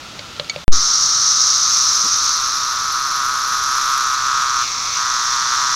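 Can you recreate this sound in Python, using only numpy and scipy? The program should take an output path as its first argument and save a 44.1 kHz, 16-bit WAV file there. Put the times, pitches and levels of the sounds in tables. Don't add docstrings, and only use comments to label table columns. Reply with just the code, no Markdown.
import sys
import numpy as np
from scipy import signal
from scipy.fft import rfft, irfft, next_fast_len
from scipy.io import wavfile
from scipy.ndimage import map_coordinates

SR = 44100
rng = np.random.default_rng(int(sys.argv[2]) if len(sys.argv) > 2 else 0)


def unload_wav(signal):
    wavfile.write(
        sys.argv[1],
        SR,
        np.round(np.clip(np.atleast_2d(signal).T, -1, 1) * 32767).astype(np.int16),
    )


N = 253575

# time in seconds, abdomen effort in dB, rib effort in dB.
EFFORT = [(0.76, -30.5, -65), (1.72, -27, -40.5), (3.01, -21.5, -39.5), (4.24, -18, -34.5)]
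# start, end and time to close or open, all in seconds.
SQUEEZE_TIMES = (4.64, 4.962, 0.038)
# start, end and fade time, all in seconds.
RASP_TIMES = (1.55, 4.08, 0.42)
# frequency in Hz, gain in dB.
SKIN_TONE = [(3000, -46), (8000, -8), (9600, 2), (10400, 10.5), (12000, 6.5), (13500, 2), (14500, -21),
             (16000, -30)]
# frequency in Hz, gain in dB.
DRONE_TONE = [(800, -35), (1150, -17.5), (1330, 9), (1500, -5), (2000, -42.5)]
MUTE_S, POP_S, RESUME_S = 0.643, 0.680, 0.717


def cicada():
    # frequency in Hz, gain in dB.
    abdomen_tone = [(400, -77), (750, -15.5), (950, -6.5), (1130, -3), (1290, -2), (1580, -10.5),
                    (1950, -9.5), (2400, -32), (3000, -45.5), (5000, -57.5)]
    squeezed_tone = [(700, -34), (1500, -22.5), (1900, 3), (2150, 1), (2550, -6.5), (2900, 0), (4000, -24)]
    rib_tone = [(300, -43), (900, -16.5), (1750, 3), (2250, 2), (2600, 0.5), (3000, -3.5), (3550, 7),
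                (5000, -13), (7000, 0.5), (8200, -10.5), (9500, -19), (16000, -39)]
    squeeze, released = posture()
    abdomen_db, rib_db = curves(EFFORT) + 0.5 * wobble(per_s=11)
    flex = sum(np.exp(-((clock() - s) / 0.047) ** 2) for s in SQUEEZE_TIMES[:2])
    squeeze_db, catch_db, released_db = -10.5, -5.5, -0.86
    abdomen_db += (squeeze_db + catch_db * flex * squeeze) * squeeze + released_db * released
    rib_db -= 3.5 * squeeze
    ribs = tymbals(rib_count=8)
    echoed = with_echoes(ribs, echo_db=-13)
    abdomen = amp(abdomen_db) * unit(coloured(echoed, abdomen_tone))
    squeezed = (amp(-48) * squeeze + amp(-40) * flex) * unit(coloured(ribs, squeezed_tone))
    bare_ribs = amp(rib_db + 4.5) * unit(coloured(echoed, rib_tone))
    return abdomen + squeezed + bare_ribs + amp(rib_db) * skin(ribs) + snaps(click_count=4)


def tymbals(rib_count):
    # time in seconds, strokes per second.
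    stroke_rates = [(0.76, 130), (1.23, 125), (1.34, 130), (2.2, 134), (2.67, 126), (2.74, 131),
                    (4.77, 130), (4.98, 122), (5.74, 127)]
    strokes_done = np.cumsum(curves(stroke_rates)[0] + 1.6 * wobble(per_s=9)) / SR
    starts = np.interp(np.arange(1, int(strokes_done[-1])), strokes_done, clock())
    chance = rng.standard_normal((len(starts), 3 + 2 * rib_count))
    shift, force, pace = chance[:, :3].T
    rib_gap, rib_force = np.split(chance[:, 3:], 2, axis=1)
    side = (-1) ** np.arange(len(starts))
    starts = starts + .00018 * side + .0003 * shift
    stroke_db = .6 * side + .85 * force
    progress = np.linspace(0, 1, rib_count)
    first_hz, last_hz = (np.interp(starts, clock(), rate)[:, None] for rate in rib_rates())
    rib_hz = last_hz + (first_hz - last_hz) * (1 - progress) ** 1.5
    gaps = (1 + .026 * pace[:, None] + .023 * rib_gap) / rib_hz
    times = starts[:, None] + np.cumsum(gaps, axis=1)
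    swell = .65 + np.sin(np.pi * progress ** .8)
    return unit(impulses(times, swell * amp(stroke_db[:, None] + 1.2 * rib_force)))


def rib_rates():
    effort_db = curves(EFFORT)[0]
    squeeze, released = posture()
    first_hz = 1540 + 27 * (effort_db - effort_db[0]) - 380 * squeeze + 294 * released
    last_hz = 1091 - 50 * squeeze - 55 * released
    return first_hz, last_hz


def posture():
    _, end, ramp_s = SQUEEZE_TIMES
    return spell(*SQUEEZE_TIMES), step(end, ramp_s)


def skin(ribs):
    # frequency in Hz, level in dB, seconds to fade by 60 dB.
    skin_modes = [(8761, 0, 0.011)]
    crinkle = unit(coloured(ribs * rng.standard_normal(N), SKIN_TONE))
    thin_ring = unit(signal.fftconvolve(ribs, ring(skin_modes, clock()[:SR // 50]))[:N])
    return amp(-14.5 + 8.5 * spell(*RASP_TIMES)) * (crinkle + amp(-5) * thin_ring)


def snaps(click_count, per_s=12):
    # click rate in Hz, loss from click to click in dB.
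    burst = (2300, 4)
    click_hz, loss_db = burst
    start, end, _ = RASP_TIMES
    chance = rng.standard_normal((int((end - start) * per_s), 2 + click_count))
    snap_times = end - (np.arange(len(chance)) + 1 + .25 * chance[:, 0]) / per_s
    click = np.arange(click_count)
    click_times = snap_times[:, None] + (click + 0.33 * chance[:, 2:]) / click_hz
    click_db = -17 + 3 * chance[:, 1:2] - loss_db * click
    return coloured(impulses(click_times, amp(click_db)), SKIN_TONE)


def with_echoes(x, echo_db):
    t = clock()[:SR // 20]
    tail = rng.standard_normal(len(t)) * (t > .003) * amp(-60 * t / .09)
    return unit(x + amp(echo_db) * signal.fftconvolve(x, tail / np.linalg.norm(tail))[:N])


def finger_clicks():
    # start in seconds, then gains in dB for crack, case and metal.
    clicks = [(0.1921, -12, -36, -32), (0.364, -20, -60, -60), (0.3968, -5.5, -24.5, -50),
              (0.445, -21.5, -60, -60), (0.497, -10, -51, -14), (0.5609, -16, -27, -57)]
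    # frequency in Hz, gain in dB.
    crack_tone = [(200, -28), (1000, -7), (2000, -5.5), (2900, 1), (4400, 2), (6500, -17), (9000, -28),
                  (16000, -52)]
    # frequency in Hz, level in dB, seconds to fade by 60 dB.
    case_modes = [(154, -6, 0.15), (525, 0, 0.077), (580, 4, 0.081), (2760, 8.5, 0.015)]
    metal_modes = [(2260, -2.5, 0.069), (3580, -8, .05), (4240, -1.5, 0.031), (4520, -6, 0.064),
                   (6620, 0.5, 0.025)]
    t = clock()
    case, metal = ring(case_modes, t[:SR // 5]), ring(metal_modes, t[:SR // 5])
    cracks, rings = np.zeros(N), np.zeros(N)
    for start, crack_db, case_db, metal_db in clicks:
        age = np.maximum(t - start, 0)
        cracks += (t >= start) * amp(crack_db - 60 * age / 0.02) * rng.standard_normal(N)
        rings[round(start * SR):][:len(case)] += amp(case_db) * case + amp(metal_db) * metal
    return coloured(cracks, crack_tone) + rings


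def pop(db, rise_s, relax_s):
    t = clock()
    jump = np.clip((t - POP_S) / rise_s, 0, 1)
    return -amp(db) * jump * np.exp(-np.maximum(t - RESUME_S, 0) / relax_s)


def hand_bump(at_s, db, width_s):
    thud = noise([(60, -17), (150, -1), (240, -2), (330, -5), (480, -14), (900, -36)])
    return amp(db) * np.exp(-((clock() - at_s) / width_s) ** 2) * thud


def chorus():
    # time in seconds, level in dB.
    swells = [(0.76, -17.5), (1.45, -15.5), (2.37, -19), (2.4, -22.5), (3.27, -27.5), (3.63, -24.5),
              (4.3, -26), (5.74, -21.5)]
    # frequency in Hz, gain in dB.
    high_tone = [(2500, -46), (4400, -16.5), (5100, -6), (5600, -1), (6100, -1), (6550, -6), (7100, -18.5),
                 (7900, -27), (10000, -33.5), (16000, -50)]
    low_tone = [(1800, -36), (3050, -13), (3400, -8.5), (3700, -1.5), (4200, 3), (4800, 0), (5600, -3.5),
                (7500, -37.5)]
    swell_db = curves(swells)[0] + 0.44 * wobble(per_s=8)
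    low_db = -27 + 0.58 * (swell_db - swell_db.mean())
    high = amp(swell_db + 0.78) * swarm(high_tone, clicks_per_s=9000, flutter_db=0.5)
    low = amp(low_db) * swarm(low_tone, clicks_per_s=9000, flutter_db=0.7)
    return high + low + amp(-37) * noise(DRONE_TONE)


def swarm(tone, clicks_per_s, flutter_db):
    when, size = rng.random((int(clicks_per_s * N / SR), 2)).T
    clicks = impulses(when * N / SR, 2 * size - 1)
    return unit(coloured(clicks, tone) * amp(flutter_db * wobble(per_s=110)))


def road_air():
    # frequency in Hz, gain in dB.
    road_tone = [(35, -17), (60, -4.5), (146, -4.5), (448, -11.5), (593, -9.5), (862, -11), (1310, -7.5),
                 (1580, -12), (2350, -12), (2580, -9.5), (3120, -11), (3420, -8), (6580, -15), (8120, -26),
                 (16000, -39.5)]
    return amp(-35.5) * noise(road_tone) + amp(-45) * noise(DRONE_TONE)


def roadside_air():
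    # frequency in Hz, gain in dB.
    roadside_tone = [(20, 4.5), (50, -1.5), (105, 4), (170, -1.5), (300, -4), (600, -4), (1500, 9),
                     (3000, -7.5), (8000, -24)]
    return amp(-34.5) * noise(roadside_tone)


def amp(db):
    return 10 ** (np.asarray(db) / 20)


def unit(x):
    return x / np.sqrt(np.mean(x ** 2) + 1e-20)


def clock():
    return np.arange(N) / SR


def curves(rows):
    times, *columns = np.transpose(rows)
    return [np.interp(clock(), times, column) for column in columns]


def wobble(per_s):
    return map_coordinates(rng.standard_normal(int(N * per_s / SR) + 4), [clock() * per_s])


def step(at_s, ramp_s):
    return np.clip((clock() - at_s) / ramp_s + .5, 0, 1)


def spell(start, end, ramp_s):
    return step(start, ramp_s) - step(end, ramp_s)


def coloured(x, tone):
    size = 2 * next_fast_len(N // 2 + SR // 4)
    hz, db = np.transpose(tone)
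    log_hz = np.log(np.fft.rfftfreq(size, 1 / SR) + 1)
    cepstrum = irfft(np.log(amp(np.interp(log_hz, np.log(hz), db))))
    cepstrum[1:size // 2] *= 2
    cepstrum[size // 2 + 1:] = 0
    return irfft(rfft(x, size) * np.exp(rfft(cepstrum)))[:N]


def noise(tone):
    return unit(coloured(rng.standard_normal(N), tone))


def impulses(times, sizes):
    at = np.ravel(times)[:, None] * SR
    index = np.floor(at).astype(int) + np.arange(-7, 9)
    window = np.cos(np.pi * (index - at) / 16) ** 2
    taps = np.ravel(sizes)[:, None] * np.sinc(index - at) * window
    inside = (index >= 0) & (index < N)
    return np.bincount(index[inside], taps[inside], N)


def ring(modes, t):
    onset = 1 - np.exp(-(t / 0.00059) ** 2)
    return onset * sum(amp(db - 60 * t / fade_s) * np.sin(2 * np.pi * hz * t) for hz, db, fade_s in modes)


def scene():
    t = clock()
    before = (road_air() + finger_clicks()) * (t < MUTE_S)
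    bumps = hand_bump(at_s=0.724, db=-35, width_s=0.056) + hand_bump(at_s=2.055, db=-30, width_s=0.014)
    fade_in = np.clip((t - RESUME_S) / 0.011, 0, 1)
    after = (roadside_air() + bumps + cicada() + chorus()) * fade_in
    return (before + after + pop(db=-.6, rise_s=.000055, relax_s=.036))[None]


def record(dry):
    size, top_hz = next_fast_len(N + SR // 2), 15850
    spectrum = rfft(np.clip(dry, -1, 1), size)
    return irfft(spectrum * (np.fft.rfftfreq(size, 1 / SR) < top_hz), size)[..., :N]


dry = scene()
out = record(dry)
unload_wav(out)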